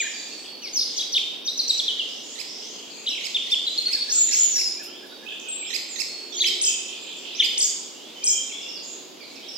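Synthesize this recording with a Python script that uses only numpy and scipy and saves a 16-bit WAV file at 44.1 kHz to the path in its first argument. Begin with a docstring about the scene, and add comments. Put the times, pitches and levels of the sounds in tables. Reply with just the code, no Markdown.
"""Forest edge, spring morning, in stereo. Near and dead ahead a songbird sings quick glides, zigzags and a high trill;
far to the right a second repeats an arched call rich in overtones; others whistle, buzz, pipe and roll further off.
Birds and hums are gliding tones with overtones or wavers; the litter ticks are short noise bursts.
Trunks scatter the birds' notes into a long tail of dying noise.
Beneath lie shaped noise for distant rumble and hiss, faint low hums and a patchy noise blur of far song."""
import sys
import numpy as np
from scipy import signal
from scipy.fft import rfft, irfft, next_fast_len
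from scipy.io import wavfile

SR = 44100
rng = np.random.default_rng(int(sys.argv[2]) if len(sys.argv) > 2 else 0)


def unload_wav(signal):
    """Save mono or channel-first audio to the path in sys.argv[1] as 16-bit WAV at rate SR, clipped to [-1, 1]."""
    wavfile.write(
        sys.argv[1],
        SR,
        np.round(np.clip(np.atleast_2d(signal).T, -1, 1) * 32767).astype(np.int16),
    )


N = 422037   # samples

# Throughout, a bird's level/dB is its setting ahead of the mix gains in scene().


def from_db(db):
    """Turn decibels into an amplitude factor."""
    return 10 ** (np.asarray(db) / 20)


def rms_one(x):
    """Scale a sound to an rms of 1."""
    return x / np.sqrt(np.mean(x ** 2) + 1e-20)


def at_hz(points, hz):
    """Read a table on a log-frequency axis."""
    points = np.array(points)
    return np.interp(np.log(hz), np.log(points[:, 0]), points[:, 1])


def drift(rate, size=N):
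    """Slow noise: random points of spread 1 joined by lines, rate points per s (390 at most)."""
    points = rng.standard_normal(int(size / SR * 400) + 2)
    return np.interp(np.arange(size) / SR * min(rate, 390), np.arange(len(points)), points)


def add(out, start, sound):
    """Mix a stereo sound in at a sample."""
    stop = min(N, start + sound.shape[1])
    out[:, start:stop] += sound[:, :stop - start]


def rounded(t, s, values):
    """A smooth cubic curve through points, flat at its turns."""
    steps = np.diff(values) / np.diff(s)
    same_way = steps[1:] * steps[:-1] > 0
    inner = np.where(same_way, (steps[1:] + steps[:-1]) / 2, 0)
    limit = 2 * np.minimum(abs(steps[1:]), abs(steps[:-1]))   # keeps the curve from overshooting
    slope = np.r_[steps[0], np.clip(inner, -limit, limit), steps[-1]]
    k = np.clip(np.searchsorted(s, t, "right") - 1, 0, len(s) - 2)
    width = np.diff(s)[k]
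    u = (t - s[k]) / width
    rise = u * u * (3 - 2 * u)
    bend = width * u * (1 - u) * (slope[k] * (1 - u) - slope[k + 1] * u)
    return values[k] * (1 - rise) + values[k + 1] * rise + bend


def whistle(rows, overtones, pan_db, lag, waver_hz, flutter_db, swing_hz=0):
    """One note of a syrinx: a gliding tone with rounded turns, overtones and soft ends."""
    s, hz, level_db = np.transpose(rows)
    t = np.arange(s[0], max(s[-1], s[0] + .004), 1 / SR)
    pitch = rounded(t, s, hz)
    pitch = pitch + waver_hz * drift(60 + .6 * waver_hz, size=len(t))
    if swing_hz:
        pitch = pitch + swing_hz(t)
    phase = 2 * np.pi * np.cumsum(pitch) / SR + rng.uniform(0, 2 * np.pi)
    ends = np.clip(np.minimum(t - t[0], t[-1] - t) / .006, 0, 1)
    flutter = flutter_db * drift(220, size=len(t))
    gain = np.sqrt(2) * ends * from_db(np.interp(t, s, level_db) + flutter)
    out = np.zeros((2, len(t)))
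    for multiple, db in overtones:
        heard = from_db(db - 3.6 * np.clip(multiple * pitch / 1000 - 12.5, 0, 30))   # the air dulls the very top
        behind = at_hz(lag, multiple * pitch)   # radians by which the left side lags
        out += heard * np.sin([multiple * phase - behind, multiple * phase])
    sides = from_db([[min(pan_db, 0)], [min(-pan_db, 0)]])   # pan_db is left minus right
    return round(s[0] * SR), out * gain * sides


def stretched(shape, s, length, top_hz, bottom_hz, level_db, growth_db=0):
    """Fit a shape to the length, range and level of one call."""
    share, height, db = np.transpose(shape)
    hz = bottom_hz + (top_hz - bottom_hz) * height
    return np.transpose([s + length * share, hz, level_db + db + growth_db * (share - .5)])


def sung(shape, calls):
    """All calls of one shape."""
    return [stretched(shape, *call) for call in calls]


# Depth and place of each quaver dip, as shares of the time between dips
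DIP_HZ, FIRST_DIP, DIP_AT, BACK_AT = 1650, .57, .5, .85   # FIRST_DIP: share of the full depth
DIP_DB, SLIDE_DB, BACK_SHORT_HZ = -14, -16, 149


def quaver(s, slide, top_hz, rest_hz, length, every, level_db):
    """Slide down to the resting pitch, then dip below it, the first time less deeply."""
    rows = [(s, top_hz, level_db + SLIDE_DB), (s + slide, rest_hz, level_db)]
    for k in range(round(length / every)):
        depth = DIP_HZ * (1 if k else FIRST_DIP)
        rows += [(s + slide + (k + DIP_AT) * every, rest_hz - depth, level_db + DIP_DB),
                 (s + slide + (k + BACK_AT) * every, rest_hz - BACK_SHORT_HZ, level_db),
                 (s + slide + (k + 1) * every, rest_hz, level_db)]
    return rows


# Fast warble on the held high notes: start t/s, end t/s, swing at start f/Hz, swing at end f/Hz, rate/per s
WARBLE = [(4.12, 4.3, 800, 120, 88), (4.34, 4.53, 400, 150, 88)]


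def warble(t):
    """The held notes flick up from their floor many times a second, less as they go on."""
    out = 0
    for start, end, first_hz, last_hz, rate in WARBLE:
        swing = np.interp(t, [start - .005, start, end], [0, first_hz, last_hz]) * (t < end + .02)
        out = out + swing * (np.sin(np.pi * rate * (t - start)) ** 4 - .2)
    return out


# Near singer's overtones: multiple of the pitch, level/dB
SONG_OVERTONES = [(2, -22.5), (3, -34.5)]
# Near singer across the stereo microphone: f/Hz, left lag/radians
SONG_LAG = [(1500, 0.39), (3000, 0.65), (4500, 1.35), (6800, 2.54), (9000, 3.46), (15000, 5.2)]
# Syllable shapes: t as share of length, f as height from bottom 0 to top 1, level/dB on top of the call's
SLUR = [(0, 0.96, -8), (.35, .75, -12), (.63, .25, -1.5), (1, 0.029, 4.5)]
HOOK = [(0, .88, -14), (.17, 1, -10), (.35, .62, -2), (.53, .29, -5), (.73, .46, 0), (1, 0, -15)]
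CHECK = [(0, .6, -21), (.22, 0.97, -16.5), (.42, 0.67, -6.5), (.58, 0, -3), (1, .18, -8.5)]
CHIP = [(0, 0.803, 9), (.2, 0.94, -1.5), (.7, .72, -0.5), (1, 0, -4.5)]
ZIGZAG = [(0, -.45, -1.5), (.12, .88, -5), (.23, 0.985, -7.5), (.36, 0, -1.5), (.51, .78, -1), (.64, 0, -3),
          (.73, .57, 0), (1, .52, -9.5)]
DROP = [(0, 0.93, -1), (.22, 0.34, -1), (.5, .13, -10.5), (1, 0, -11)]
PIP = [(0, 0.99, 18.5), (.2, 0.037, -4.5), (1, 0, 5.5)]
TWITTER = [(0, 0.049, -20), (.34, 0.97, -8.5), (.54, .58, -7), (.76, .93, -0.5), (1, 0.52, -4)]
BURBLE = [(0, 0, -22.5), (.27, 0.99, 2), (.4, .66, 5), (.47, .85, -7), (.59, .15, -8.5), (.67, .6, -1),
          (1, .5, -11.5)]
TRILL = [(0, 0.27, 0), (.035, 0.15, -8), (.06, 0.73, -9), (.095, .05, -9), (.13, 0.59, -3.5),
         (.26, 1.02, -6), (.63, .9, 0), (1, .88, -21)]
SAG = [(0, 1, -5.5), (.3, .56, 1.5), (.6, .24, -4), (1, 0.082, 0)]
# When each is sung: start t/s, length t/s, top f/Hz, bottom f/Hz, level/dB (tone sounds at 0.99 of f)
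SLURS = [(1.572, 0.04, 6350, 3870, -18.5), (1.676, .038, 6260, 3635, -16),
         (1.776, 0.032, 6280, 3090, -18.5)]
CHECKS = [(1.445, .066, 6280, 3756, -19.5)]
CHIPS = [(3.089, 0.039, 6000, 1560, -33), (3.345, 0.031, 3790, 2120, -18.5),
         (3.518, 0.032, 3695, 2506, -17.5), (3.667, 0.023, 4165, 2990, -19),
         (5.484, .195, 7760, 7250, -37.5), (6.503, .042, 3980, 2960, -31)]
ZIGZAGS = [(6.61, 0.095, 8790, 4920, -19.5), (7.574, 0.1, 8580, 4650, -19), (8.236, .1, 8510, 5120, -18.5)]
DROPS = [(1.877, .039, 4590, 2900, -17), (1.991, 0.0366, 3830, 2768, -19.5)]
PIPS = [(3.777, 0.019, 4940, 4290, -18), (3.858, 0.022, 5000, 4440, -20.5),
        (3.932, 0.0287, 5170, 4515, -20.5), (4.01, 0.023, 4350, 4440, -22.5)]
TWITTERS = [(3.056, .041, 4220, 1527, -18.5)]
SAGS = [(0.0, 0.044, 7250, 6870, -28.5), (.615, 0.077, 3220, 2006, -43), (4.52, 0.17, 6170, 4930, -24),
        (6.342, 0.13, 7280, 5800, -34.5)]
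# Those that also grow or fade: start t/s, length t/s, top f/Hz, bottom f/Hz, level/dB, growth/dB
HOOKS = [(.963, .07, 6400, 1950, -22.5, -7), (1.118, .069, 5950, 1900, -17, 9)]
BURBLES = [(6.389, 0.09, 4150, 1830, -19.5, 1.9), (7.381, .075, 3640, 1942, -20, -2.4)]
TRILLS = [(4.095, .205, 7196, 4950, -18.5, 2), (4.312, .218, 7070, 5160, -18.5, -3)]
# A slide that settles, then quavers: start t/s, slide t/s, top f/Hz, rest f/Hz, quaver t/s, between dips t/s, level/dB
QUAVERS = [(.618, .04, 6400, 4840, .04, 0.017, -31), (0.729, .049, 6830, 5200, .0525, 0.02, -19.5)]
# End of a phrase already under way: t/s, f/Hz, level/dB
OPENING = [(0.0, 2450, -16), (0.014, 2330, -28.5), (0.024, 2080, -32), (0.036, 1520, -44),
           (0.056, 1846, -38), (0.08, 1590, -38)]
CLEAR_FLUTTER_DB, BURRY_FLUTTER_DB = 1.7, 3


def near_singer(overtones):
    """Clean gliding tones straight ahead; twitters, burbles, trills, sags and the opening are a little burry."""
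    out = np.zeros((2, N))
    clear = (sung(SLUR, SLURS) + sung(HOOK, HOOKS) + sung(CHECK, CHECKS) + sung(CHIP, CHIPS)
             + sung(ZIGZAG, ZIGZAGS) + sung(DROP, DROPS) + sung(PIP, PIPS)
             + [quaver(*call) for call in QUAVERS])
    burry = (sung(TWITTER, TWITTERS) + sung(BURBLE, BURBLES) + sung(TRILL, TRILLS) + sung(SAG, SAGS)
             + [OPENING])
    for flutter_db, notes in (CLEAR_FLUTTER_DB, clear), (BURRY_FLUTTER_DB, burry):
        for rows in notes:
            add(out, *whistle(rows, overtones, 0.62, SONG_LAG, 33.5, flutter_db, warble))
    return out


# Strength of the trunks' scatter: f/Hz, level/dB
SCATTER = [(1200, -7.5), (2500, 0), (4000, -4), (6000, 2), (9000, -4), (13000, 0.5)]
# Time for the scatter to die by 60 dB, apart from the early boost: f/Hz, t/s
FOREST_T60 = [(300, 2.6), (2000, 1.26), (4000, 1.12), (8000, 0.69), (14000, 0.41)]
# The trunks round the clearing answer strongly early on: boost midway down at t/s, upper bound of its extra gain
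EDGE_S, EDGE_GAIN = 0.0267, 1


def forest(dry, rise_s, alike):
    """Scatter from trunks: noise dying by band, partly its own on each side; louder at first."""
    t = np.arange(round(1.6 * SR)) / SR
    edges, tail = np.geomspace(200, 19000, num=12), 0
    for low, high in zip(edges, edges[1:]):
        middle = np.sqrt(low * high)
        band_filter = signal.butter(2, [low, high], "band", fs=SR, output="sos")
        band = signal.sosfilt(band_filter, rng.standard_normal((2, len(t))))
        tail = tail + band * from_db(at_hz(SCATTER, middle) - 60 * t / at_hz(FOREST_T60, middle))
    onset = 1 - np.exp(-(t / rise_s) ** 2)
    early = 1 + EDGE_GAIN / (1 + np.exp((t - EDGE_S) / 0.072))
    tail = tail * onset * early
    tail = tail + alike * tail[::-1]
    tail = tail / np.sqrt(np.sum(tail ** 2, axis=1, keepdims=True))
    size = next_fast_len(N + len(t))
    return irfft(rfft(dry, size) * rfft(tail, size), size)[:, :N]


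# Likeness of the background at the two sides: f/Hz, correlation
LIKENESS = [(60, .2), (130, 0.46), (640, 0.34), (3100, 0.51), (6800, 0), (15000, 0)]


def banded_noise(spectrum, patchy_db, rate):
    """Coloured stereo noise; if patchy, each band swells and fades on its own; rms 1."""
    hz = np.fft.rfftfreq(N, 1 / SR) + 1
    alike = np.clip(at_hz(LIKENESS, hz), -1, 1)
    mid, side = rfft(rng.standard_normal((2, N))) * from_db(at_hz(spectrum, hz))
    both = np.sqrt(1 + alike) * mid + np.sqrt(1 - alike) * side * [[1], [-1]]
    if not patchy_db:
        return rms_one(irfft(both, N))
    edges, out = np.geomspace(1500, 9500, num=10), 0
    for low, high in zip(edges, edges[1:]):
        band = irfft(both * (hz >= low) * (hz < high), N)
        out = out + band * from_db(patchy_db * drift(rate))
    return rms_one(out)


# Blur of far song, ahead of the trims: t/s, level/dB
CHORUS = [(0.0, -33), (0.59, -49), (0.98, -36.5), (1.44, -51), (1.73, -38), (2.53, -42), (4.5, -35),
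          (4.82, -51.5), (7.7, -39.5), (7.94, -49), (8.58, -42), (9.11, -48.5), (9.57, -45.5)]
# Its colour: f/Hz, relative level/dB per Hz
CHORUS_COLOUR = [(1500, -18), (2300, -4.5), (3300, 4), (5000, -1), (7000, -2), (8200, -10.5), (9200, -26)]


def far_chorus():
    """Many far voices blurred into noise whose bands swell and fade."""
    s, level_db = np.transpose(CHORUS)
    level = from_db(np.interp(np.arange(N) / SR, s, level_db) - 0.5)
    return level * banded_noise(CHORUS_COLOUR, 3.8, 9)   # patchiness/dB, drift points per s


# Distant rumble and hiss: f/Hz, relative level/dB per Hz
AIR = [(24, -58), (40, -37), (96, -27), (179, -7.5), (254, 2), (409, 2), (1620, -14.5), (1980, -14.5),
       (3430, -6.5), (4080, -12), (4990, -10), (6900, -42), (9090, -28), (11700, -31.5), (15800, -28)]


def air():
    """Steady noise shaped into distant rumble and hiss."""
    return from_db(-44.5) * banded_noise(AIR, 0, 0)


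# Further birds: start t/s, length t/s, from f/Hz, to f/Hz, level/dB, left minus right/dB (sound at 0.98 of f)
WHISTLES = [(2.229, 0.065, 7200, 6900, -51, -11.5), (3.228, 0.035, 6400, 7200, -50, -1.5),
            (4.764, 0.23, 2300, 3690, -53, -4), (5.092, 0.134, 3840, 3810, -51, -5),
            (5.09, 0.097, 4630, 4640, -55, -8), (5.395, 0.01, 4640, 8400, -38, -32),
            (5.645, 0.011, 2000, 4820, -40, -11.5), (5.663, 0.061, 5000, 6900, -47.5, -20),
            (5.887, .115, 7700, 5800, -41.5, -28), (6.081, 0.19, 4420, 4511, -42.5, -2),
            (6.32, 0.076, 5900, 5840, -44, -17), (7.014, 0.018, 7270, 7770, -46.5, -19),
            (7.166, 0.0098, 6890, 8000, -39.5, -13), (7.345, 0.034, 4700, 6950, -39.5, -26),
            (7.944, 0.17, 2800, 3750, -54.5, -7), (8.156, 0.14, 3100, 3254, -46, -4),
            (8.221, 0.13, 2500, 2418, -45.5, -14), (8.297, .12, 3300, 3212, -38.5, -9),
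            (8.49, .04, 3020, 2085, -44.5, -18), (8.525, 0.16, 3500, 3506, -40.5, 5),
            (8.6, 0.14, 2800, 2883, -46.5, -12), (8.61, 0.036, 5920, 4900, -46, -13.5),
            (8.682, 0.028, 5960, 4890, -38.5, -20), (8.72, .16, 3500, 3380, -50, 20),
            (8.754, .03, 5560, 4200, -39, -22), (9.207, 0.045, 5000, 3960, -46.5, -18),
            (9.199, 0.041, 2550, 2050, -50, -16.5), (9.354, 0.023, 6040, 4000, -47, -15),
            (9.36, 0.044, 2750, 2130, -51, -10), (9.424, .05, 2910, 4100, -46.5, -7),
            (9.481, .03, 5860, 4980, -40.5, -20), (9.553, 0.0244, 5560, 4590, -35, -23)]
BUZZES = [(0.439, 0.081, 3030, 3400, -47, 4), (1.68, 0.14, 7800, 7530, -44, 12),
          (2.071, 0.12, 5200, 5720, -48.5, -19), (2.461, 0.18, 5130, 5120, -43.5, -14.5),
          (2.598, 0.14, 5630, 6760, -51.5, -5), (2.9, 0.21, 4460, 4643, -45, 19),
          (3.1, .09, 3200, 2990, -37, -5), (6.32, 0.045, 3590, 3640, -37.5, -21),
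          (6.375, 0.034, 4400, 4670, -36, -9), (8.825, 0.14, 7060, 6900, -45, -16.5)]
WHISTLE_WAVER_HZ, BUZZ_WAVER_HZ = 63, 333.4
FADE_DB_PER_S, RISING = 40, 1.2   # notes that climb by this ratio or more do not fade
# A two-part call: t/s, held f/Hz (sounds at 0.96 of it), level/dB
TWO_PARTS = [(.112, 4870, -42), (.28, 4650, -41.5), (.455, 4650, -43)]
# Its upward flick, then its held note: t/s, f as share of held pitch, level/dB on top of the call's
FLICK = [(0, 0.94, 0), (0.012, 1.24, 2)]
HELD = [(.02, .99, 0), (.14, 1.015, -8)]


def further_birds():
    """Unsteady whistles and buzzes from their own sides, fading unless they climb, and a two-part call."""
    out, lag = np.zeros((2, N)), [(1000, 0.02), (9000, .1)]
    for waver_hz, notes in (WHISTLE_WAVER_HZ, WHISTLES), (BUZZ_WAVER_HZ, BUZZES):
        for s, length, from_hz, to_hz, level_db, pan_db in notes:
            fade_db = FADE_DB_PER_S * length * (to_hz < RISING * from_hz)
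            rows = [(s, from_hz, level_db), (s + length, to_hz, level_db - fade_db)]
            add(out, *whistle(rows, [(0.98, 1)], pan_db, lag, waver_hz, 1.74))
    for s, held_hz, level_db in TWO_PARTS:
        for part in FLICK, HELD:
            rows = np.array(part) * [1, held_hz, 1] + [s, 0, level_db]
            add(out, *whistle(rows, [(0.96, 0.52)], -22, lag, WHISTLE_WAVER_HZ, 2.0))
    return out


# Faint low hums that swell and fade: middle t/s, length t/s, f/Hz, level at the middle/dB
HUMS = [(2.593, 3.1, 441.5, -57), (4.908, 0.46, 359, -49.5), (5.603, 1.1, 362, -54.5),
        (6.504, .9, 358, -46), (7.403, 1.9, 361, -55), (8.999, 0.9, 369, -58), (6.499, .9, 422.1, -51),
        (7.807, 1.72, 418, -57.5)]
HUM_SWELL_DB = 13


def hums():
    """Soft low tones that drift a little."""
    out = np.zeros((2, N))
    for middle, length, hz, level_db in HUMS:
        rows = [(middle + side * length / 2, hz, level_db - abs(side) * HUM_SWELL_DB) for side in (-1, 0, 1)]
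        add(out, *whistle(rows, [(1, 0)], -0.79, [(100, 0), (900, .1)], 3.05, 2.0))
    return out


# The arched call around its top: t/s, f as share of top pitch, level/dB on top of the call's
ARCH = [(-.052, .83, 1), (-.04, .68, -13.5), (-.03, .71, -20), (-.016, .775, -5.5), (-.006, .94, -2.5),
        (0, 1, -1.5), (.007, 0.93, -4.5), (0.014, 0.727, 12.5)]
# Its overtones: multiple of the pitch, level/dB
ARCH_OVERTONES = [(1, -6), (2, 1.5), (3, -9), (4, -26.5), (5, -24), (6, -28)]
# Each arched call: t/s of the top, top f/Hz, level/dB
ARCHES = [(2.405, 2620, -29), (3.259, 2700, -27.5), (3.519, 2743, -28), (3.931, 2653, -26),
          (4.337, 2696, -23.5), (4.605, 2746, -26), (5.754, 2642, -22), (6.008, 2705, -22.5),
          (6.476, 2686, -21), (7.451, 2604, -23), (9.545, 2720, -53)]
ARCH_PAN_DB = -17   # left minus right: far to the right


def arch_caller():
    """One call shape rich in overtones, a little higher or lower each time."""
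    out = np.zeros((2, N))
    for top, top_hz, level_db in ARCHES:
        rows = np.array(ARCH) * [1, top_hz, 1] + [top, 0, level_db]
        add(out, *whistle(rows, ARCH_OVERTONES, ARCH_PAN_DB, [(1000, -14.0), (9000, 4.0)], 35.1, 1.26))
    return out


# A low piping bird: t/s of the top, top f/Hz (sounds at 0.97 of it), level/dB
PIPES = [(3.885, 1576, -50), (3.96, 1834, -45), (4.094, 1850, -43.5), (4.175, 1503, -48.5),
         (4.325, 1783, -46.5), (4.405, 1470, -52.5), (4.573, 1820, -46), (4.806, 1840, -44.5),
         (4.89, 1457, -52), (5.044, 1810, -47), (5.133, 1600, -49.5), (5.239, 1830, -50),
         (5.325, 1810, -50), (5.48, 1620, -54.5)]
# Its small arch: t/s, f as share of top pitch, level/dB on top of the note's
PIPE_ARCH = [(-.022, .84, -7), (0, 0.98, 5), (.026, .76, -5)]


def piper():
    """Each gliding tone rises to its top and falls away, off to the right."""
    out = np.zeros((2, N))
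    for top, top_hz, level_db in PIPES:
        rows = np.array(PIPE_ARCH) * [1, top_hz, 1] + [top, 0, level_db]
        add(out, *whistle(rows, [(0.97, 0)], -23, [(1000, 0), (9000, 0.11)], 8.2, 1.0))
    return out


# Dry ticks in the litter: t/s, nominal peak level/dB
TICKS = [(4.8294, -36.5), (5.0654, -47.5)]


def ticks():
    """Short bright bursts of noise."""
    out, t = np.zeros((2, N)), np.arange(round(.06 * SR)) / SR
    bright = signal.butter(2, [4500, 13500], "band", fs=SR, output="sos")
    for s, peak_db in TICKS:
        burst = signal.sosfilt(bright, rng.standard_normal((2, len(t))))
        add(out, round(s * SR), burst * from_db(peak_db - 8 - 60 * t / 0.37))
    return out


# A far bird's rolled phrase: start t/s, length t/s, level as the trill begins/dB
ROLLS = [(5.254, 0.084, -37), (5.431, 0.17, -45), (5.618, 0.16, -41.5), (6.635, 0.079, -36),
         (6.856, 0.12, -44), (7.043, 0.15, -44), (7.21, 0.21, -44.5)]
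# Pitches sound at 0.99 of these; the rate is in swings per s
ROLL_LEAD_HZ, ROLL_MID_HZ, ROLL_SWING_HZ, ROLL_RATE = 2450, 3080, 540, 44


def roller():
    """After a low lead-in the pitch swings over half an octave, a wide trill."""
    out = np.zeros((2, N))
    for start, length, level_db in ROLLS:
        rows = [(start, ROLL_LEAD_HZ, level_db - 8), (start + .027, ROLL_LEAD_HZ * 1.08, level_db - 4),
                (start + 0.026, ROLL_MID_HZ, level_db), (start + length, ROLL_MID_HZ, level_db - 12.5)]

        def swing(t):
            since = t - start - .034
            return ROLL_SWING_HZ * (t > start + .034) * np.sin(2 * np.pi * ROLL_RATE * since)

        add(out, *whistle(rows, [(0.99, 0)], -22, [(1000, 0), (9000, .1)], 84, 6.6, swing))
    return out


def scene():
    """Direct birds, ticks and hums, the forest's answer to the birds, and the background."""
    near, overtones, arch = near_singer([(0.99, 0.015)]), near_singer(SONG_OVERTONES), arch_caller()
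    pipes = piper()
    further = from_db(3.5) * (further_calls := further_birds())
    rolls = from_db(5) * roller()
    # the tail comes from all sides; overtones are beamed away and arrive mostly scattered
    sent = from_db(-3) * near + from_db(-7) * pipes + from_db(-6.0) * overtones
    sent = sent + further + rolls + from_db(-6) * arch
    direct = near + from_db(-8) * overtones + from_db(4.0) * further_calls + rolls
    direct = direct + arch + pipes + ticks() + hums()
    tail = forest(sent[1], .01, 0.18) * from_db([[-1.5], [0]])   # fed by the right side; rises over about 10 ms
    background = (far_chorus() + air()) * from_db([[-1.2], [0]])
    return direct + tail + background


def record(dry):
    """The microphone lifts a band near 12 kHz; the top is cut above 15870 Hz."""
    b, a = signal.iirpeak(12000, 4.0, fs=SR)
    coloured = dry + from_db(4.5) * signal.lfilter(b, a, dry)
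    return signal.sosfilt(signal.ellip(14, .5, 80, 15870, fs=SR, output="sos"), coloured)


dry = scene()
out = record(dry)
unload_wav(out)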